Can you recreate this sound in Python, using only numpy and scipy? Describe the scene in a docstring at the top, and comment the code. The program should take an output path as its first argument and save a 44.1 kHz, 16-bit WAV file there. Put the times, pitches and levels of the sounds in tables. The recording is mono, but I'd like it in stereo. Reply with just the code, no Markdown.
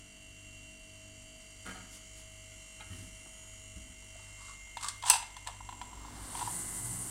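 """A refrigerator compressor hums, whines and buzzes in a tiled room: shaft-order tones plus a once-a-turn rattle.
Close by, a brass gauge set knocks (decaying modes), scrapes (resonant noise) and gives one sharp clack.
A hand brushes the tubing, bumps the cabinet and flicks the condenser tube: noise and impulses through resonances.
Then a valve opens: refrigerant hisses and half whistles as filtered noise, while a low drone climbs in pitch."""
import sys
import numpy as np
from scipy import signal
from scipy.fft import rfft, irfft, next_fast_len
from scipy.io import wavfile
from scipy.ndimage import uniform_filter1d, map_coordinates

SR = 44100
rng = np.random.default_rng(int(sys.argv[2]) if len(sys.argv) > 2 else 0)


def generate_wav(signal):
    """Clip the signal to [-1, 1] and save it as 16-bit WAV at the path in sys.argv[1]."""
    frames = np.transpose(np.atleast_2d(signal))
    scaled = np.clip(frames, -1, 1) * 32767
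    pcm = np.round(scaled).astype(np.int16)
    wavfile.write(sys.argv[1], SR, pcm)


N = 313110
T = np.arange(N) / SR


def amp(db):
    """Amplitude gain of a level in dB."""
    return 10 ** (np.asarray(db) / 20)


def unit(x):
    """x scaled to rms 1."""
    return x / np.sqrt(np.mean(x ** 2) + 1e-20)


def pan(db):
    """Left and right gains of mean power 1; db is left over right."""
    return unit(amp([[db / 2], [-db / 2]]))


def along(points, hz):
    """Interpolates (Hz, value) points on a log frequency axis."""
    f, v = np.transpose(points)
    return np.interp(np.log(hz + 1), np.log(f), v)


def ramp(start_s, length_s, t=T):
    """A steady change from 0 to 1."""
    return np.clip((t - start_s) / length_s, 0, 1)


def arch(start_s, length_s):
    """A half-sine swell, silent outside its span."""
    return np.sin(np.pi * ramp(start_s, length_s))


def hump(peak_s, half_width_s):
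    """A bell-shaped swell, down to 1/e at the half width."""
    return np.exp(-((T - peak_s) / half_width_s) ** 2)


def burst(start_s, t60, attack, t=T):
    """Envelope of a blow: exponential attack (s) and 60 dB decay time t60 (s)."""
    age = np.maximum(t - start_s, 0)
    decay = np.exp(-np.minimum(np.log(1000) * age / t60, 50))
    return (1 - np.exp(-age / attack)) * decay


def wobble(rate_hz):
    """A smooth random curve, rate_hz knots a second."""
    coarse = np.linspace(0, T[-1], 2 ** 13)
    knots = rng.standard_normal(2 ** 11)
    return np.interp(T, coarse, map_coordinates(knots, [coarse * rate_hz], mode="wrap"))


def filtered(x, response):
    """x times a complex response of frequency."""
    m = next_fast_len(N + SR // 2)
    return irfft(rfft(x, m) * response(np.fft.rfftfreq(m, 1 / SR)), m)[..., :N]


def coloured(x, spectrum):
    """x shaped by a (Hz, dB) response, at rms 1."""
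    return unit(filtered(x, lambda hz: amp(along(spectrum, hz))))


def ringing(x, modes):
    """x through parallel resonances: (Hz, width Hz, dB)."""
    def response(f):
        return sum(amp(db) * 1j * f * w / (c * c - f * f + 1j * f * w) for c, w, db in modes)
    return filtered(x, response)


def rung_noise(modes):
    """Resonances driven by independent left and right noise, at rms 1."""
    return unit(ringing(rng.standard_normal((2, N)), modes))


# Stereo correlation of noise. Each row: frequency in Hz, left-right likeness 0..1.
LIKENESS = [(40, 1), (100, 0.93), (160, 0.87), (290, 0.01), (640, 0), (2000, 0)]


def noise(spectrum):
    """Stereo noise of rms 1, near mono in the bass."""
    def mid_side_gains(hz):
        turn = np.arccos(np.clip(along(LIKENESS, hz), -1, 1)) / 2
        return np.array([np.cos(turn), np.sin(turn)])
    mid, side = filtered(rng.standard_normal((2, N)), mid_side_gains)
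    return coloured(np.array([mid + side, mid - side]), spectrum)


def slips():
    """Sparse tiny slips of skin and brass on metal: impulses at the same moments in both ears."""
    slips_per_s = 620
    return unit((rng.random(N) < slips_per_s / SR) * rng.standard_normal((2, N)))


def add(track, start_s, sound):
    """Mixes a short sound into a track in place."""
    part = track[round(start_s * SR):][:len(sound)]
    part += sound[:len(part)]


# Reverberation of the tiled room. Each row: frequency in Hz, t60 in s.
ROOM_T60 = [(150, 0.11), (1000, 0.52), (4000, 0.39), (9000, 0.27), (15000, 0.21)]


def room(x):
    """The tiled room's answer: a noise tail whose frequencies each die at their own speed."""
    hz, t, z = signal.stft(rng.standard_normal((2, SR // 2)), SR, nperseg=256)
    decay = np.exp(-np.log(1000) * t / along(ROOM_T60, hz)[:, None])
    tail = signal.istft(z * decay, SR, nperseg=256)[1]
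    tail *= 1 - np.exp(-np.arange(tail.shape[1]) / SR / 0.0014)
    return signal.fftconvolve(x, tail / np.linalg.norm(tail[0]), axes=1)[:, :N]


def nearby(x, count):
    """Early reflections off the floor tiles and the cabinet comb the sound."""
    last_delay_s, echoes_db = 0.008, -5
    echoes = np.zeros((2, round(last_delay_s * SR)))
    for ear in echoes:
        delays = rng.integers(SR // 1000, len(ear), count)
        ear[delays] = amp(echoes_db) * rng.choice([-1, 1], count) / np.sqrt(count)
    echoes[:, 0] = 1  # direct sound
    return signal.fftconvolve(x, echoes / np.linalg.norm(echoes[0]), axes=1)[:, :N]


# Room noise spectrum. Each row: frequency in Hz, relative level in dB.
AIR_SPECTRUM = [(8, -22), (22, 7), (32, 5), (70, 3.5), (130, -5.5), (250, -5), (400, -13.5), (520, -17),
                (900, -21), (1500, -14.5), (3000, -14.5), (8000, -40.5), (15500, -53)]


def air():
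    """Steady room noise, strongest in the bass."""
    return amp(-60.5) * noise(AIR_SPECTRUM)


DRONE_START_S, DRONE_HZ, CLIMB_HZ_PER_S = 5.65, 50.3, 7.4
RUMBLE_DB, RUMBLE_START_S, RUMBLE_RISE_S = -50.5, 5.54, 0.68
# Drone partials. Each row: multiple of the pitch, mean peak level in dB, loudest at in s, half width in s.
DRONE_HARMONICS = [(1, -49.5, 5.99, 0.3), (2, -52.5, 6.97, 0.58), (3, -53, 6.8, 0.28)]
# Rumble spectrum. Each row: frequency in Hz, relative level in dB.
RUMBLE_SPECTRUM = [(20, -9), (35, -5), (100, -7), (200, -7), (320, -1.5), (480, -14), (1000, -4),
                   (3000, -30.5)]


def drone():
    """A low, rough drone climbs steadily; its unsteady partials swell and fade over a rumble."""
    hz = DRONE_HZ + CLIMB_HZ_PER_S * np.maximum(T - DRONE_START_S, 0)
    phase = 2 * np.pi * np.cumsum(hz * (1 + 0.012 * wobble(13))) / SR
    partials = np.zeros(N)
    for k, db, peak_s, half_width_s in DRONE_HARMONICS:
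        level = amp(db + 5.1 * wobble(14)) * hump(peak_s, half_width_s)
        partials += level * np.sin(k * phase)
    rumble = amp(RUMBLE_DB) * ramp(RUMBLE_START_S, RUMBLE_RISE_S) * noise(RUMBLE_SPECTRUM)
    return partials + rumble


VALVE_S, OPENING_S = 5.954, 0.58  # starts to open, takes this long
FLOW_DB, SAG_DB_PER_S = -39, 4  # gain at full opening; sags as the pressures even out


def flow_db():
    """Flow grows with the square of the valve's opening, then sags."""
    opening = np.maximum(ramp(VALVE_S, OPENING_S), 1e-3)
    sag_db = SAG_DB_PER_S * np.maximum(T - VALVE_S - OPENING_S, 0)
    return FLOW_DB + 20 * np.log10(opening ** 2) - sag_db


RUSH_DB, RUSH_PEAK_S, RUSH_HALF_WIDTH_S = -51, 6.33, 0.3  # surge as the hose fills
# Valve seat hiss. Each row: frequency in Hz, relative level in dB.
HISS_SPECTRUM = [(400, -11.5), (800, -37), (1500, -11), (2100, -12.5), (2600, -30), (3200, -20),
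                 (4500, -15), (5600, -15.5), (6600, -6.5), (7500, -1.5), (8000, 4.5), (9300, -2),
                 (9750, -6.5), (12500, -11.5), (14200, -18), (15300, -65)]
# Whistling resonances of the seat. Each row: frequency in Hz, width in Hz, relative level in dB.
WHISTLE_MODES = [(4610, 50, -22), (7200, 110, -21), (7550, 52, -8), (7720, 82, -17), (8000, 85, -24),
                 (8750, 48, 1.5), (9080, 81, -9), (9380, 81, 4), (11780, 64, -19)]
# Gas in the hose. Each row: frequency in Hz, relative level in dB.
RUSH_SPECTRUM = [(300, -9), (1000, 2), (2000, -4.5), (2700, -16), (3500, -4), (5000, -5), (6500, -11),
                 (12000, -32)]


def refrigerant():
    """Gas rushes into the hose, hisses through the narrow valve seat and half whistles in it, in fits."""
    whistle = amp(-0.5 + wobble(8.7)) * pan(7) * rung_noise(WHISTLE_MODES)
    hiss = pan(2.3) * noise(HISS_SPECTRUM)
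    seat = amp(flow_db() + 0.7 * wobble(28)) * (hiss + whistle)
    surge = amp(RUSH_DB + wobble(60)) * hump(RUSH_PEAK_S, RUSH_HALF_WIDTH_S)
    return seat + surge * noise(RUSH_SPECTRUM)


TUBE_S, TUBE_DB = 2.807, -46  # the hand leaves the tube with a flick
TAP_S, TAP_DB = 3.259, -44
# Condenser tube modes. Each row: frequency in Hz, relative level in dB, t60 in s.
TUBE_MODES = [(862, 1.5, 0.057), (1330, -16, 0.074), (1850, -9, .07), (2120, -3, .08), (2440, -2, .05),
              (3220, 0, 0.046), (3880, 0, 0.038)]
# Dull tap. Each row: frequency in Hz, relative level in dB.
TAP_SPECTRUM = [(80, -6), (250, 4), (600, -8), (1300, -4), (1900, -27), (5000, -40)]


def condenser():
    """The condenser tube rings briefly as the hand leaves it; a dull tap follows."""
    tube = np.zeros(N)
    t = np.arange(SR // 4) / SR
    for hz, db, t60_s in TUBE_MODES:
        tone = np.sin(2 * np.pi * (hz * t + rng.random()))
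        add(tube, TUBE_S, amp(TUBE_DB + db) * burst(0, t60_s, attack=0.00068, t=t) * tone)
    return tube + amp(TAP_DB) * burst(TAP_S, t60=0.04, attack=0.00078) * noise(TAP_SPECTRUM)


CONTACT_DB = -10  # first touch, over the panel level
BOOM_DB, BOOM_T60_RATIO = -11, 2.16  # side wall: gain, t60 over the bump's
SCUFF_S, SCUFF_LENGTH_S, SCUFF_DB = 2.9, 0.068, -52  # the hand scuffs the grille
# Bumps on the cabinet. Each row: start in s, panel gain in dB, low thud gain in dB, thud pitch in Hz, t60 in s.
CABINET_BUMPS = [(1.652, -41, -74, 90, 0.7), (1.656, -45, -64, 90, 0.092), (1.668, -47, -57, 90, 0.076),
                 (1.72, -56, -62, 90, 0.12), (1.756, -49, -62, 90, 0.13), (2.796, -48, -62, 90, 0.29),
                 (2.86, -66, -48, 85, 0.3), (2.9, -57, -39, 92, 0.32), (2.98, -63, -41, 100, 0.2),
                 (3.76, -61, -36.5, 61, 0.19), (3.845, -73, -49, 58, 0.099), (3.894, -74, -45, 74, 0.18)]
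# Sheet panels. Each row: frequency in Hz, relative level in dB.
PANEL_SPECTRUM = [(80, -36), (190, -0.5), (320, 1), (480, -1), (850, -4), (1050, -8), (1500, -4),
                  (2100, 2.5), (3500, -36), (9000, -5.5), (15000, -46)]
# Panel resonances. Each row: frequency in Hz, width in Hz, relative level in dB.
PANEL_RESONANCES = [(753, 42, -3), (933, 40, -5.5), (1288, 68, 0.5), (1414, 59, -1), (1613, 14, 3),
                    (1920, 35, -10), (2120, 28, -0.5), (3050, 32, -1.5), (4200, 29, -10)]
# Noise driving the side wall. Each row: frequency in Hz, relative level in dB.
THUD_SPECTRUM = [(25, -37), (60, 3), (90, 4.5), (130, -13), (190, -2), (400, -10), (1000, -54)]
# Big side wall. Each row: frequency in Hz, width in Hz, relative level in dB.
SIDE_WALL_MODES = [(187.7, 16, 0.5), (256, 16, -2.5), (295, 39, -9)]
# Grille resonances. Each row: frequency in Hz, width in Hz, relative level in dB.
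GRILLE_MODES = [(1290, 23, 1), (1860, 61, -1), (3030, 55, -1)]


def cabinet():
    """A hand bumps the sheet metal: panels clatter, the side wall booms on, the frame thuds."""
    contact, clatter, boom, thud = np.zeros((4, N))
    for s, panel_db, thud_db, thud_hz, t60_s in CABINET_BUMPS:
        contact += amp(panel_db + CONTACT_DB) * burst(s, t60=0.024, attack=0.0004)
        clatter += amp(panel_db) * burst(s, t60_s, attack=0.0021)
        boom += (amp(panel_db) + amp(thud_db - 2)) * burst(s, BOOM_T60_RATIO * t60_s, attack=0.0094)
        thud += amp(thud_db) * burst(s, t60_s, attack=0.0073) * np.sin(2 * np.pi * thud_hz * (T - s))
    clatter *= unit(amp(0.82 * wobble(110)))
    panels = amp(-7.0) * coloured(slips(), PANEL_SPECTRUM)
    panels += amp(-2.5) * unit(ringing(slips(), PANEL_RESONANCES))
    wall = amp(BOOM_DB) * boom * unit(ringing(noise(THUD_SPECTRUM), SIDE_WALL_MODES))
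    scuff = amp(SCUFF_DB) * arch(SCUFF_S, SCUFF_LENGTH_S) * unit(ringing(slips(), GRILLE_MODES))
    return contact * noise(PANEL_SPECTRUM) + clatter * panels + wall + thud + scuff


# Fingers brushing the tubing. Each row: start in s, length in s, peak gain in dB.
FINGER_RUBS = [(1.9, 0.1, -51), (2.145, 0.09, -53.5), (2.85, 0.27, -54.5)]
# Skin on tubing. Each row: frequency in Hz, relative level in dB.
SKIN_SPECTRUM = [(1000, -7), (4000, -4), (7000, 1), (10000, 1.5), (12500, -11), (15500, -17)]


def rubbing():
    """Dry fingers brush along the tubing with a soft, airy swish."""
    swell = sum(amp(db) * arch(s, length_s) for s, length_s, db in FINGER_RUBS)
    return swell * noise(SKIN_SPECTRUM)


LOOSE_HZ, GRIPPED_HZ = 1130, 894  # rings lower once the hand has closed round the gauge set
GRIP_S, GRIP_LENGTH_S = 5.0, 0.076
# Brass and hose sliding. Each row: start in s, length in s, rasp gain in dB, body gain in dB.
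SLIDES = [(4.104, 0.3, -57.5, -69.5), (4.343, 0.24, -52.5, -58.5), (4.794, 0.13, -40.5, -44),
          (5.044, 0.073, -31, -38), (5.117, 0.066, -36, -41), (5.462, 0.061, -56, -44.5),
          (6.315, 0.2, -44.5, -55)]
# Brass contact noise. Each row: frequency in Hz, relative level in dB.
METAL_SPECTRUM = [(500, -25), (1500, -5.5), (2200, -16), (2750, -7), (3150, -9), (4000, -5), (4950, -4.5),
                  (5250, -7.5), (5900, -5), (6700, -5), (7900, 0.5), (9100, -0.5), (10200, -17),
                  (11700, -20), (15500, -31)]


def sliding():
    """Stick and slip: a rough rasp that keeps the body of the gauge set ringing."""
    rasp, body = np.zeros((2, N))
    for s, length_s, rasp_db, body_db in SLIDES:
        swell = arch(s, length_s)
        hz = LOOSE_HZ + (GRIPPED_HZ - LOOSE_HZ) * ramp(GRIP_S, GRIP_LENGTH_S, t=s)
        resonance = [(hz, 330, 0)]
        twice_rung = ringing(ringing(rng.standard_normal(N), resonance), resonance)
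        rasp += amp(rasp_db) * swell
        body += amp(body_db) * swell * unit(twice_rung)
    catching = unit(amp(4 * wobble(330)))
    return catching * (pan(-2.2) * body + pan(1.7) * rasp * noise(METAL_SPECTRUM))


CLACK_S = 5.098  # the fitting snaps into place
SNAP_DB, CRACK_DB, SIZZLE_DB, RING_DB = -6, -14.5, -20, -20.5
# Snapping fitting. Each row: frequency in Hz, width in Hz, relative level in dB.
SNAP_MODES = [(8200, 310, -6.5), (8630, 260, -6.5), (10730, 310, -27)]
# Brass resonances. Each row: frequency in Hz, width in Hz, relative level in dB.
BRASS_MODES = [(904, 31, 4), (980, 20, -2), (2720, 58, 7), (3170, 50, -7), (4970, 61, 2.5), (6067, 41, 6),
               (7890, 280, 0.5), (9750, 20, -8)]


def clack():
    """A hard metal snap lasting a few ms, far louder at the left, with a crack, a sizzle and a short ring."""
    chatter = np.sqrt(arch(CLACK_S + 0.00077, 0.0047).clip(0))
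    snap = amp(SNAP_DB) * pan(14) * chatter * rung_noise(SNAP_MODES)
    crack = amp(CRACK_DB) * burst(CLACK_S, t60=0.028, attack=0.0004) * noise(METAL_SPECTRUM)
    sizzle = amp(SIZZLE_DB) * pan(2) * burst(CLACK_S, t60=0.081, attack=0.0013) * noise(METAL_SPECTRUM)
    ring = amp(RING_DB) * pan(-9) * burst(CLACK_S, t60=0.17, attack=0.0019) * rung_noise(BRASS_MODES)
    return snap + crack + sizzle + ring


BODY_HZ, GRIP_SCATTER, TOUCH_SCATTER_DB = 980, 0.03, 2.5


def touches(start_s, end_s, knock_db, tick_db, count):
    """Light contacts while fingers shift on the knob: rows of (s, knock dB, Hz, tick dB)."""
    times = start_s + (end_s - start_s) * (np.arange(count) + rng.random(count)) / count
    scatter = rng.standard_normal((count, 2)) * [TOUCH_SCATTER_DB, GRIP_SCATTER]
    return [(s, knock_db + force, BODY_HZ * (1 + grip), tick_db + force)
            for s, (force, grip) in zip(times, scatter)]


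DAMPING_SCATTER = 0.2
# Contacts on the gauge set. Each row: start in s, relative knock level in dB, pitch in Hz, tick gain in dB.
GAUGE_KNOCKS = [(4.154, -36.5, 680, -63), (4.77, -20, 930, -34.5), (4.811, -48, 1190, -35),
                (4.827, -42, 1130, -28.5), (4.833, -42, 1200, -29), (4.843, -19, 1167, -49),
                (4.861, -32, 1190, -47), (4.884, -42, 1090, -20), (5.024, -28.5, 1075, -34),
                (5.037, -16.5, 953, -38), (5.058, -24, 936, -33), (5.073, -21, 996, -30),
                (5.083, -21, 987, -43), (5.092, -22.5, 1050, -32), (5.102, -6.5, 946, -19.5),
                (5.11, -14.5, 960, -32), (5.128, -37, 980, -23), (5.134, -10.5, 964, -27),
                (5.155, -17, 957, -49), (5.161, -18.5, 930, -40), (5.225, -24, 907, -36),
                (5.366, -27, 995, -37), (5.465, -26, 960, -49), (5.472, -22.5, 982, -27.5),
                (5.605, -26, 992, -72), (5.69, -20.5, 980, -48), (5.725, -25.5, 987, -51),
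                (5.814, -20, 974, -42), (5.93, -32, 1000, -69), (5.973, -34, 980, -65),
                (6.048, -25, 1000, -63), (6.082, -32, 1015, -72), (6.351, -18, 940, -43),
                (6.373, -24.5, 1004, -38), (6.392, -22.5, 970, -37), (6.41, -19.5, 984, -53),
                (6.418, -19, 993, -69), (6.426, -19.5, 990, -62), (6.449, -33, 1020, -52),
                (6.475, -19, 955, -60), (6.504, -26.5, 820, -59)]
# Gauge set body modes. Each row: ratio to the pitch, mean relative level in dB, t60 in s before damping scatter.
BODY_MODES = [(.79, -12, 0.034), (0.885, -8.5, 0.034), (1.002, 0.5, 0.029), (1.4, -13, 0.027),
              (1.8, -4.5, 0.0085)]
# Mid-pitched click of each contact on the gauge set. Each row: frequency in Hz, relative level in dB.
CLICK_SPECTRUM = [(900, -40), (1500, 1), (2300, 2), (2800, 4), (3500, 8), (4300, 2), (5200, -41),
                  (12000, -39)]


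def gauges():
    """Contacts ring the hollow gauge set at a pitch set by the grip and tick on its brass; damping varies."""
    body, ticks, clicks, brass = np.zeros((4, N))
    t = np.arange(SR // 8) / SR
    contact = (1 - np.exp(-t / 0.0023)) ** 2
    for s, db, hz, tick_db in GAUGE_KNOCKS + touches(3.85, 6.3, knock_db=-43, tick_db=-62, count=9):
        damping = np.exp(DAMPING_SCATTER * rng.standard_normal())
        ring = np.zeros(len(t))
        for ratio, mode_db, t60_s in BODY_MODES:
            level = amp(mode_db + rng.standard_normal() - 60 * damping * t / t60_s)
            ring += level * np.sin(2 * np.pi * (ratio * hz * t + rng.random()))
        add(body, s - 0.001, amp(db - 3.5) * damping * contact * ring)
        add(ticks, s, amp(tick_db) * burst(0, t60=0.024, attack=0.0011, t=t))
        hardness = amp((db + tick_db) / 2)  # harder contacts click and ring more
        add(clicks, s, hardness * burst(0, t60=0.039, attack=0.0004, t=t))
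        add(brass, s, hardness * burst(0, t60=0.077, attack=0.001, t=t))
    ticking = pan(4) * ticks * noise(METAL_SPECTRUM)
    clicking = amp(-9) * pan(0) * clicks * noise(CLICK_SPECTRUM)
    singing = amp(-17.5) * pan(-7.5) * brass * rung_noise(BRASS_MODES)
    return pan(-4.5) * body + ticking + clicking + singing


# Slow changes: (start s, length s).
LET_GO = (1.3, 0.43)  # the hand lets go of the service tube
DRAW_BACK = (4.18, 0.28)  # the microphone draws back
LATE_CHANGE = (5.39, 0.73)  # the shell tones weaken and the hum overtones grow


def loudness(db, let_go_db, draw_back_db, late_db):
    """Gain of one part of the compressor through the three slow changes."""
    changes_db = let_go_db * ramp(*LET_GO) + draw_back_db * ramp(*DRAW_BACK) + late_db * ramp(*LATE_CHANGE)
    return amp(db + changes_db)


# Depth of the drifting standing waves. Each row: frequency in Hz, rms depth in dB.
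FADING_DEPTH = [(2500, 0), (5000, 0.5), (9000, 2)]


def fading(x):
    """The hand-held microphone drifts through standing waves: treble bands swell and fade on their own."""
    hz, _, z = signal.stft(x, SR, nperseg=512)
    field = uniform_filter1d(rng.standard_normal(z.shape), size=4, axis=1)
    field = uniform_filter1d(field, size=50, axis=2)
    field = unit(uniform_filter1d(field, size=20, axis=2))
    gain = amp(along(FADING_DEPTH, hz)[:, None] * field)
    return signal.istft(z * gain, SR, nperseg=512)[1][:, :N]


PHASE_SCATTER_RAD = 1.0


def tones(turns, rows, wander_db):
    """Shaft orders near a common phase each turn; standing waves scatter their phases and levels drift."""
    out = np.zeros((2, N))
    for order, db, pan_db in rows:
        phase = 2 * np.pi * order * turns + PHASE_SCATTER_RAD * rng.standard_normal()
        lag = rng.choice([-1, 1]) * np.pi / 5  # opposite in the two ears
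        drift_db = wander_db * (wobble(1.797) + 0.47 * wobble(9.4))
        out += pan(pan_db) * amp(db + drift_db) * np.sin(phase + np.array([[lag], [-lag]]))
    return out * np.sqrt(2)


def stroke(turns, decay_turns):
    """The piston's rattle, alike on every turn, shifting slowly as the microphone moves."""
    size = 2 ** 12
    cycles = rng.standard_normal((2, 2, size)) * np.exp(-np.arange(size) / size / decay_turns)
    z = rfft(cycles)
    cycles = irfft(z / np.sqrt(np.abs(z)))  # evens out the harmonics
    first, second = cycles[..., (turns % 1 * size).astype(int)]
    drift = 0.5 * T + 0.55 * wobble(1.14)
    return unit(np.cos(drift) * first + np.sin(drift) * second)


SHAFT_HZ, MAINS_HZ = 49.22, 50
IN_STEP_S = 3.66  # shaft and mains nearly in step
HUM_WANDER_DB = 1.4
# Gains in dB: base, change on letting go, on drawing back, in the late change.
HUM_GAINS_DB = (-62, 3, 0.5, 4)
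OVERTONE_GAINS_DB = (-58.5, -4.5, -3.5, 14)
# Low hum. Each row: shaft order, relative level in dB.
LOW_HUM = [(1, 2), (2, 0.5)]
# Hum overtones. Each row: shaft order, relative level in dB.
OVERTONES = [(3, -12.5), (4, -12.5), (5, -8), (6, -9.5), (7, -17), (9, -18.5), (14, -15)]
# Motor windings. Each row: multiple of the mains, mean level in dB.
WINDING_HUM = [(2, -63), (4, -75), (6, -78), (7, -83)]


def hum(turns):
    """The lowest shaft orders and the motor's mains hum, beating slowly against each other."""
    offsets = rng.random(2 ** 5)  # one phase per order, shared by shaft and mains

    def partials(rows, cycles):
        return sum(amp(db + HUM_WANDER_DB * wobble(5.5)) * np.sin(2 * np.pi * (k * cycles + offsets[k]))
                   for k, db in rows)

    shaft = turns - SHAFT_HZ * IN_STEP_S
    low = loudness(*HUM_GAINS_DB) * partials(LOW_HUM, shaft)
    overtones = loudness(*OVERTONE_GAINS_DB) * partials(OVERTONES, shaft)
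    return low + overtones + partials(WINDING_HUM, MAINS_HZ * (T - IN_STEP_S))


WANDER_DB, LEAD_WANDER_DB, WHINE_WANDER_DB = 0.5, 1.86, 1.5  # slow drift of each tone
FLUTTER_DB = 0.9  # from stroke to stroke
# Gains in dB: base, change on letting go, on drawing back, in the late change.
MIDDLE_GAINS_DB = (-64.5, 2.5, 1, -7)
HIGH_GAINS_DB = (-58, -1, -4.5, -10)
WHINE_GAINS_DB = (-66.5, 5.5, -10, 1.5)
BUZZ_GAINS_DB = (-57.5, 2.5, 0, -1)
SHRILL_ORDER = 138
# Strongest shell and tube tones. Each row: shaft order, left over right in dB, base gain in dB, change in dB
# on letting go, on drawing back, in the late change.
LEADS = [(13, -17, -65, 0.5, -5, -6), (43, -3, -69.5, 5.5, 6, -9), (56, 11, -58.3, -1.5, -1, -5),
         (94, 1, -71.5, -6, -2, 0), (154, 11, -65.5, 1, 3.5, -1)]
# Middle tones. Each row: shaft order, relative level in dB, left over right in dB.
MIDDLES = [(40, -8, -10), (42, -7, -3), (45, -10, -8), (47, -12, 6)]
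# High tones. Each row: shaft order, relative level in dB, left over right in dB.
HIGHS = [(55, -16, 0), (59, -12, -8), (60, -11, 6), (62, -8, 10), (63, -16, 0), (66, -20, 0)]
# Tones that stand out of the buzz. Each row: shaft order, relative level in dB, left over right in dB.
WHINE_TONES = [(119, -16, 8), (124, -13, 0), (140, -12, -6), (152, -8, 0), (165, -11, 6), (173, -14, 4),
               (182, -14, 8), (207, -15.5, 10)]
# Tones that each swell once and fade, the last during the hiss.
# Each row: shaft order, loudest at in s, half width in s, peak gain in dB.
SWELLING_TONES = [(95, 1.75, 0.55, -67), (207, 3.3, 0.6, -69), (194, 3.3, 0.7, -68), (152, 4.45, 0.2, -63),
                  (43, 4.5, 0.35, -63), (41, 6.75, 0.3, -58.5)]
# Shrillest tone, fading in and out. Each row: time in s, gain in dB.
SHRILL_GAIN = [(0, -68), (.6, -64), (.8, -68), (1.1, -63), (1.35, -67), (1.8, -61), (2.2, -59.5),
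               (2.35, -67), (2.6, -61.5), (3.1, -64.5), (3.45, -55), (3.9, -63), (4.35, -63), (4.6, -58),
               (5.3, -83), (5.9, -70), (7.1, -79)]
# Buzz. Each row: frequency in Hz, relative level in dB.
BUZZ_SPECTRUM = [(400, -8), (800, -6.5), (1400, -3.5), (1750, -17), (2100, 4), (2480, -19.5), (3000, 7.5),
                 (3550, -12), (4350, -7.5), (4650, -4), (5100, -13.5), (5800, -0.5), (7700, -1.5),
                 (9800, -6.5), (11500, -15.5), (15500, -30)]
# Dense whirr of shell and tubes. Each row: frequency in Hz, width in Hz, relative level in dB.
WHIRR_MODES = [(4070, 61, -1), (5460, 59, 1), (5910, 50, 7), (6960, 83, 5), (7800, 64, -7),
               (7510, 190, -5.5), (8200, 140, 6), (8400, 82, -4), (8750, 220, -3.5), (9480, 140, 0.5),
               (9600, 62, -11), (10100, 75, -18)]


def compressor():
    """One piston stroke per turn: low hum, singing shell and a thin buzz that rings shell and tubes."""
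    turns = SHAFT_HZ * T + 0.0012 * wobble(3)
    lead = sum(loudness(*gains_db) * tones(turns, [(order, 0, pan_db)], LEAD_WANDER_DB)
               for order, pan_db, *gains_db in LEADS)
    shell = loudness(*MIDDLE_GAINS_DB) * tones(turns, MIDDLES, WANDER_DB)
    shell += loudness(*HIGH_GAINS_DB) * tones(turns, HIGHS, WANDER_DB)
    whine = loudness(*WHINE_GAINS_DB) * tones(turns, WHINE_TONES, WHINE_WANDER_DB)
    shrill = amp(np.interp(T, *np.transpose(SHRILL_GAIN))) * tones(turns, [(SHRILL_ORDER, 0, 5)], WANDER_DB)
    swells = sum(hump(s, half_width_s) * tones(turns, [(order, db, 0)], WANDER_DB)
                 for order, s, half_width_s, db in SWELLING_TONES)

    gas = unit(rng.standard_normal((2, N)) * np.exp(-(turns % 1) / 14))  # sags only slightly in each turn
    drive = (stroke(turns, decay_turns=1.0) + 0.43 * gas) * amp(0.43 * wobble(70))  # uneven strokes
    rattle = amp(-0.5) * coloured(drive, BUZZ_SPECTRUM)
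    whirr = amp(-7.5) * unit(ringing(drive, WHIRR_MODES))
    buzz = loudness(*BUZZ_GAINS_DB) * pan(3.4) * (rattle + whirr)

    flutter = amp(FLUTTER_DB * wobble(SHAFT_HZ))
    steady_field = flutter * (shell + shrill + swells)
    return hum(turns) + steady_field + fading(flutter * (lead + whine) + buzz)


def scene():
    """Handling sounds with room tail, over refrigerant, drone, air and compressor."""
    handling = gauges() + nearby(sliding(), count=8) + rubbing() + clack() + cabinet() + condenser()
    steady = compressor() + air() + drone()
    return handling + amp(-8.5) * room(handling) + refrigerant() + steady


def record(dry):
    """Clips just under full scale, then removes everything above the band limit."""
    ceiling, top_hz = 0.88, 15800
    return filtered(np.clip(dry, -ceiling, ceiling), lambda hz: hz < top_hz)


dry = scene()
out = record(dry)
generate_wav(out)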